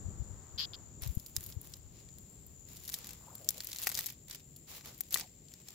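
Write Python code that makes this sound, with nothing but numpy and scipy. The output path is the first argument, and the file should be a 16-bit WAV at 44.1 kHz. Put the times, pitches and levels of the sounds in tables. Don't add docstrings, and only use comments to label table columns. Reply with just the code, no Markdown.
import sys
import numpy as np
from scipy import signal
from scipy.fft import rfft, irfft, next_fast_len
from scipy.io import wavfile
from scipy.ndimage import map_coordinates

SR = 44100
rng = np.random.default_rng(int(sys.argv[2]) if len(sys.argv) > 2 else 0)


def dump(signal):
    limited = np.clip(np.atleast_2d(signal).T, -1, 1)
    pcm = np.round(limited * 32767).astype(np.int16)
    wavfile.write(sys.argv[1], SR, pcm)


N = 253388

# pitch_hz, width_hz, gain_db
SHELL_RINGS = [(770, 440, -4.5), (1920, 650, 1.5), (2600, 440, 2)]
# start_s, thud_db, crack_db, tick_db (levels in all tables are relative)
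SNAPS = [(1.021, -52, -43, -30.5), (1.0355, -48, -34.5, -32), (1.0745, -62, -40, -30.5),
         (1.1508, -80, -58, -30.5), (1.198, -65, -44, -39), (1.2629, -74, -40.5, -33.5),
         (1.3651, -41.5, -22, -20), (1.408, -54, -42, -35), (1.439, -72, -43, -32),
         (1.463, -76, -45.5, -28), (1.524, -69, -41, -57), (1.6144, -78, -56, -32),
         (1.738, -56, -35.5, -43), (2.088, -59, -46.5, -58), (2.1846, -66, -49, -39),
         (2.4646, -79, -67, -38), (2.77, -70, -41, -42), (2.852, -70, -44, -40), (2.8785, -67, -37.5, -32),
         (2.8919, -44.5, -34, -33), (2.8985, -49, -38, -29), (2.92, -67, -38, -44), (2.9352, -44, -38, -30),
         (2.941, -41, -26, -20.5), (2.9447, -46, -31.5, -31), (3.0447, -48, -39, -36),
         (3.0702, -51, -41, -31.5), (3.0916, -47.5, -39.5, -32.5), (3.107, -48, -43, -36),
         (3.1328, -66, -42, -39), (3.352, -75, -45, -30), (3.4453, -79, -41.5, -37.5),
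         (3.4891, -43, -18.5, -14.5), (3.506, -67, -36, -23.5), (3.5804, -57, -36.5, -36),
         (3.605, -42.5, -28.5, -30), (3.646, -68, -50, -31.5), (3.671, -64, -35.5, -30.5),
         (3.7168, -60, -35, -49), (3.7303, -49.5, -32.5, -33), (3.761, -46.5, -31, -32.5),
         (3.786, -48, -32, -33), (3.829, -54, -36, -31.5), (3.8355, -54, -32, -26), (3.8663, -50, -36, -44),
         (3.8707, -20.5, -21, -17.5), (3.879, -37, -33, -28), (3.891, -41, -36, -21),
         (3.8995, -42, -34.5, -30), (3.917, -40, -31, -32), (3.9453, -56, -35, -29),
         (3.9518, -53, -26.5, -28), (3.9738, -39, -26.5, -24), (3.983, -45, -30, -36),
         (3.99, -32, -27, -18), (4.003, -43, -32, -43), (4.0602, -52, -30.5, -26), (4.066, -50, -35, -22),
         (4.088, -45, -39, -37), (4.1053, -57, -53, -48), (4.1233, -56, -61, -38), (4.298, -54, -44, -34),
         (4.3104, -45.5, -31, -36), (4.331, -53, -43.5, -41), (4.356, -58, -60, -40),
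         (4.5625, -72, -48.5, -37), (4.8098, -50.5, -45.5, -50), (4.945, -71, -48, -43),
         (4.979, -79, -64, -40), (5.0075, -44, -32.5, -20.5), (5.108, -67, -40, -36),
         (5.1256, -56, -39, -26), (5.128, -55, -44, -26), (5.143, -36, -17.5, -13.5),
         (5.1589, -22.5, -45, -41), (5.173, -36, -28.5, -29), (5.1975, -37, -33, -25.5),
         (5.2099, -41, -31, -45), (5.4842, -71, -48, -59), (5.5387, -51.5, -40.5, -44),
         (5.685, -53, -37.5, -54)]


def snaps(fracture_kick=4.8, rattle_s=0.021, echo_s=0.0026, echo_db=-9.5):
    layers, t = np.zeros((3, 2, N + SR)), np.arange(SR // 20) / SR
    for start_s, thud_db, crack_db, tick_db in SNAPS:
        splinters = amp(5 * np.repeat(rng.standard_normal(len(t) // 30 + 1), 30)[:len(t)])
        fade_s = rattle_s * amp(2.2 * rng.standard_normal())
        click = amp(-60 * t / 0.0011)
        rattle = splinters * amp(-8 - 60 * t / fade_s)
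        shared, own = rng.standard_normal(len(t)), rng.standard_normal((2, len(t)))
        shared[0] = fracture_kick
        at = slice(round(start_s * SR), round(start_s * SR) + len(t))
        place_db = rng.normal(0, 2.5)
        levels_db = (thud_db + 24, crack_db + 19.5, tick_db + 19.5)
        for layer, db, alike, pan_db in zip(layers, levels_db, (1.6, .6, .1), (2.5, 1.5, 5)):
            burst = (click + rattle) * (alike * shared + own)
            burst /= np.linalg.norm(burst, axis=1, keepdims=True)
            layer[:, at] += amp(db) * pan_left(pan_db + place_db) * burst
    ground_echo = amp(echo_db) * np.roll(layers, round(echo_s * SR), axis=2)
    thud, crack, tick = (layers + ground_echo)[..., :N]
    crack_ring = resonate(crack, [(5370, 167, -11), (7780, 133, -4.5)])
    crack = band(band(crack, 2800, 9550), 3260, 8360)
    tick = band(band(tick, 11500, 15100), 6100, 14600)
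    return resonate(thud, SHELL_RINGS) + crack + crack_ring + tick


# start_s, length_s, level_db, low_offset_db, treble_offset_db, crackly_share (0 to 1)
FINGER_STROKES = [(1.008, 0.02, -53, -7, -2, 0.66), (1.07, 0.23, -76, -9, 8.5, 0.6),
                  (1.33, 0.19, -67.5, -8, 7, 0.7), (1.59, 0.17, -71.5, -7, 5.5, 1),
                  (1.917, 0.086, -70, -28, -3.5, 0.7), (2.13, 1, -90.5, -6, 13, 0.97),
                  (2.655, 0.14, -65.5, -13.5, 3, 0.85), (2.786, 0.21, -65.5, -12.5, 5, 0.94),
                  (2.941, 0.2, -63.5, -6, -2.5, 0.54), (3.152, 0.27, -73, -1, 3.5, 0.7),
                  (3.455, 0.33, -61.5, -14, 2, 0.9), (3.768, 0.25, -55, -13, 3.5, 1),
                  (3.915, 0.13, -59, -15, 2, 0.8), (4.022, 0.084, -59, -29, 0.5, 1),
                  (4.269, 0.084, -59, -20, -3, 1), (4.553, 0.043, -79.5, -22, 11, 1),
                  (4.665, 0.11, -59.5, -7.5, -0.5, 0.26), (4.829, 0.06, -58, -5, -1.5, 0.6),
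                  (4.951, 0.11, -69.5, -24, 2, 1), (5.105, 0.092, -51, -15.5, -3, 0.74),
                  (5.483, 0.13, -72.5, -13, -1.5, 1), (5.639, .1, -65.5, -11.5, 0.5, 1)]


def finger_strokes(rise_s=0.034, fade_db_per_s=256):
    t, power = np.arange(N) / SR, np.zeros((2, 3, N))
    for start_s, length_s, db, low_db, treble_db, crackly_share in FINGER_STROKES:
        rise = np.clip((t - start_s) / rise_s, 0, 1)
        fade = amp(-fade_db_per_s * np.maximum(t - start_s - length_s, 0))
        gains = amp(db + np.array([[low_db], [0], [treble_db]]))
        power += np.reshape([1 - crackly_share, crackly_share], (2, 1, 1)) * (gains * rise * fade) ** 2
    return power


# pitch_hz, level_db
FOIL_TONE = [(1400, -10), (2000, -2), (4500, 0.5), (7400, -0.5), (9000, -11.5), (11000, -47)]
# time_s, level_db, low_offset_db, treble_offset_db
NIGHT_HUSH = [(0, -76, 6.5, -6.5), (.75, -76, 7, -4.5), (1, -78, 0.5, -7.5), (2.3, -77, -3, -1.5),
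              (3.3, -81, -2.5, -3), (4.5, -78.5, -7.5, 1), (5.75, -76.5, -11, -3.5)]


def foil_rustle():
    ticks = rng.random(N) < 150 * amp(4 * wobble(20)) / SR
    sizes = amp(np.minimum(5 * rng.exponential(size=N), 14))
    fade = amp(-60 * np.arange(SR // 50) / SR / .007)
    crinkle = unit(signal.fftconvolve(ticks * sizes, fade)[:N])
    smooth, crackly = finger_strokes()
    smooth *= amp(1.6 * np.array([wobble(45) for _ in range(3)]))
    hush_db, low_db, treble_db = curves(NIGHT_HUSH)
    hush = amp(hush_db + np.array([low_db, np.zeros(N), treble_db]))
    grain = [unit(steady + crinkle) for steady in (3, 1.1, .45)]
    low, mid, high = np.sqrt(hush ** 2 + smooth + crackly * np.square(grain))
    low_tone = [(300, 1.5), (600, 0), (1200, -2), (2000, -11), (3000, -38)]
    high_tone = [(8000, -25), (9500, -2.5), (13000, 1), (15600, 3), (16100, -34), (17000, -55)]
    low = low * noise(low_tone, [(1000, 0.31)])
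    mid = mid * noise(FOIL_TONE, [(2400, 0.27), (5000, 0.087)]) * pan_left(1)
    high = high * noise(high_tone, [(9000, 0.021)]) * pan_left(1.3)
    return amp(6) * (low + mid + high)


# time_s, slips_per_s, level_db
CREAKS = [
    [(.577, 139, -48), (.584, 620, -45.5), (.6, 460, -40.5), (.622, 530, -41.5), (.633, 200, -40),
     (.638, 590, -43.5), (.648, 296, -45), (.661, 100, -39)],
    [(.733, 114, -48.5), (.7455, 290, -44), (.76, 410, -69)],
]
# pitch_hz, width_hz, gain_db
JOINT_RINGS = [(1260, 1300, -18.5), (3260, 490, -2), (4740, 480, 4.5), (5380, 300, -13)]


def joint_creak():
    kicks, t = np.zeros(N), np.arange(N) / SR
    for rows in CREAKS:
        slips_per_s, level_db = curves(rows)
        creaking = (t >= rows[0][0]) & (t <= rows[-1][0])
        uneven_rate = slips_per_s * creaking * amp(2.1 * wobble(300))
        slips = np.diff(np.floor(np.cumsum(uneven_rate) / SR + .8), prepend=0)
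        kicks += slips * amp(level_db + rng.standard_normal(N))
    fade = amp(-60 * np.arange(SR // 100) / SR / 0.0078)
    rough = signal.fftconvolve(kicks, fade)[:N] * rng.standard_normal((2, N))
    ring = band(resonate(kicks + 0.5 * rough, JOINT_RINGS), 1060, 4670)
    scratch = band(band(rough, 10000, 15000), 11900, 15600)
    return (amp(27) * ring + amp(-3) * scratch) * pan_left(4.6)


# start_s, level_db, pitch_hz
JUICE_POPS = [(3.224, -60.5, 1100), (3.246, -62, 940), (3.282, -52, 970), (3.299, -57.5, 1020),
              (3.314, -54, 710), (3.352, -60, 1130), (3.405, -57, 566), (3.462, -55, 584),
              (3.472, -56.5, 625), (3.556, -60.5, 465), (3.577, -56, 625), (5.222, -51, 766)]


def meat_squelch(small_pops=8):
    pops, t = np.zeros(N + SR), np.arange(SR // 40) / SR
    for start_s, db, hz in JUICE_POPS:
        small = [(start_s + .016 * delay, db - 6.5 + 2.2 * size, hz * amp(2 * detune))
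                 for delay, size, detune in rng.standard_normal((small_pops, 3))]
        for at_s, level_db, pitch_hz in [(start_s, db, hz)] + small:
            cycles = pitch_hz * t
            swell = cycles * np.exp(1 - cycles / 1.2)
            pops[round(at_s * SR):][:len(t)] += amp(level_db) * swell * np.sin(2 * np.pi * cycles)
    return band(pops[:N], 280, 1400) * pan_left(4)


# time_s, level_db, pitch_hz, width_cycles
AIR_BUMPS = [(0.049, -33, 100, 0.29), (0.064, -28, 74.6, 0.7), (0.087, -28.5, 117, 0.6),
             (0.206, -25, 68, 0.6), (0.223, -29, 99, 0.65), (0.311, -34.5, 80.5, 0.61),
             (0.342, -36, 74, 0.54), (0.548, -39, 79, 0.68), (1.031, -33, 59.3, 0.53),
             (1.069, -27.5, 118, 0.87), (1.099, -25, 65.5, 1), (1.174, -18, 73.4, 0.16),
             (1.381, -30.5, 85, 0.42), (1.491, -42.5, 91.5, 0.87), (1.573, -27.5, 87.5, 0.6)]
# pitch_hz, level_db
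WIND_TONE = [(15, -8), (45, 5.5), (80, 11), (150, -7), (300, -42), (600, -74)]
# time_s, wind_db, surf_db
WIND_AND_SURF = [(0, -49, -57.5), (.5, -57.5, -64), (.95, -60, -62), (1.3, -59.5, -64.5), (2.0, -60.5, -65),
                 (2.7, -66, -65), (4, -70.5, -66), (5.75, -82, -67)]


def breeze():
    wind_db, _ = curves(WIND_AND_SURF)
    lumps = unit(amp(2.3 * wobble(8.2)) * noise(WIND_TONE, [(30, 0.11)]))
    pushes, t = np.zeros(N), np.arange(N) / SR
    for time_s, db, pitch_hz, width_cycles in AIR_BUMPS:
        cycles = pitch_hz * (t - time_s)
        swell = np.exp(-(cycles / width_cycles) ** 2)
        pushes -= amp(db) * swell * np.cos(2 * np.pi * cycles + rng.uniform(-0.093, 0.47))
    return lumps * amp(wind_db) * amp([[3], [-8]]) + pushes * [[1], [0]]


# pitch_hz, level_db
SURF_TONE = [(24, -42), (40, -2.5), (151, -1), (281, -12), (377, -12), (626, -22.5), (1560, -37),
             (2000, -35), (2600, -49)]
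# pitch_hz, likeness
SURF_LIKENESS = [(60, 1), (200, 0.94), (700, 0.28), (1290, -1.6)]


def surf():
    _, surf_db = curves(WIND_AND_SURF)
    return amp(surf_db + 6 + 1.2 * wobble(11)) * noise(SURF_TONE, SURF_LIKENESS) * pan_left(1.9)


# time_s, level_db, lean_db (more lean favours the higher singers)
CHORUS = [(0, -58, -2.5), (1, -61.5, -5), (1.9, -64.5, -4), (2.14, -60.5, -5.5), (2.42, -59.5, 11),
          (2.6, -63.5, -9.5), (3.2, -60, 1), (4.3, -63, -0.5), (5.75, -62, 6)]
# pitch_hz, level_db
WING_TONE = [(3410, -66), (5800, -11), (6500, 7.5), (7030, 15.5), (7250, 26.5), (7450, 19), (7700, -4),
             (8300, -59)]


def insects(wing_strokes_per_s=88):
    level_db, lean_db = curves(CHORUS)
    flutter = np.sin(2 * np.pi * np.cumsum(wing_strokes_per_s + 3 * wobble(31)) / SR)
    chorus = np.zeros((2, N))
    for pitch_ratio, lean_weight in ((.975, -1.35), (1.025, 0.53)):
        tone = [(hz * pitch_ratio, db) for hz, db in WING_TONE]
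        swell = amp(lean_weight * lean_db / 2 + 0.67 * wobble(4.13))
        chorus += swell * noise(tone, [(7000, 0.03)])
    return amp(level_db + 2.1 * flutter) * unit(chorus) * pan_left(9.7)


def amp(db):
    return 10 ** (np.asarray(db) / 20)


def unit(x):
    return x / np.sqrt(np.mean(x ** 2) + 1e-20)


def pan_left(db):
    return amp([[db / 2], [-db / 2]])


def at_pitch(points, hz):
    pitches, values = np.transpose(points)
    return np.interp(np.log(hz + 1), np.log(pitches + 1), values)


def curves(rows):
    times, *columns = np.transpose(rows)
    return [np.interp(np.arange(N) / SR, times, column) for column in columns]


def wobble(per_s):
    return map_coordinates(rng.standard_normal(int(N * per_s / SR) + 4), [np.arange(N) * per_s / SR])


def filtered(x, response):
    size = next_fast_len(N + SR // 2)
    return irfft(rfft(x, size) * response(np.fft.rfftfreq(size, 1 / SR)), size)[..., :N]


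def band(x, low_hz, high_hz):
    return signal.sosfilt(signal.butter(2, [low_hz, high_hz], "band", fs=SR, output="sos"), x)


def resonate(x, rings):
    def response(hz):
        return sum((-1) ** k * amp(db) * 1j * hz * width / (pitch ** 2 - hz ** 2 + 1j * hz * width)
                   for k, (pitch, width, db) in enumerate(rings))
    return filtered(x, response)


def noise(tone, likeness):
    def response(hz):
        spread = np.arccos(np.clip(at_pitch(likeness, hz), -1, 1)) / 2
        return amp(at_pitch(tone, hz)) * [np.cos(spread), np.sin(spread)]
    mid, side = filtered(rng.standard_normal((2, N)), response)
    return unit(np.array([mid + side, mid - side]))


def scene():
    return snaps() + foil_rustle() + joint_creak() + meat_squelch() + breeze() + surf() + insects()


# pitch_hz, level_db
HISS_TONE = [(300, -11), (1500, 9), (5000, -3), (7500, -9), (8600, -49), (11000, 12), (15000, 23),
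             (15800, 13), (16100, -13)]
TOP_HZ = 16984


def record(dry):
    hiss = amp(-79.5) * noise(HISS_TONE, [(1000, 0)])
    return filtered(dry + hiss, lambda hz: hz < TOP_HZ)


dry = scene()
out = record(dry)
dump(out)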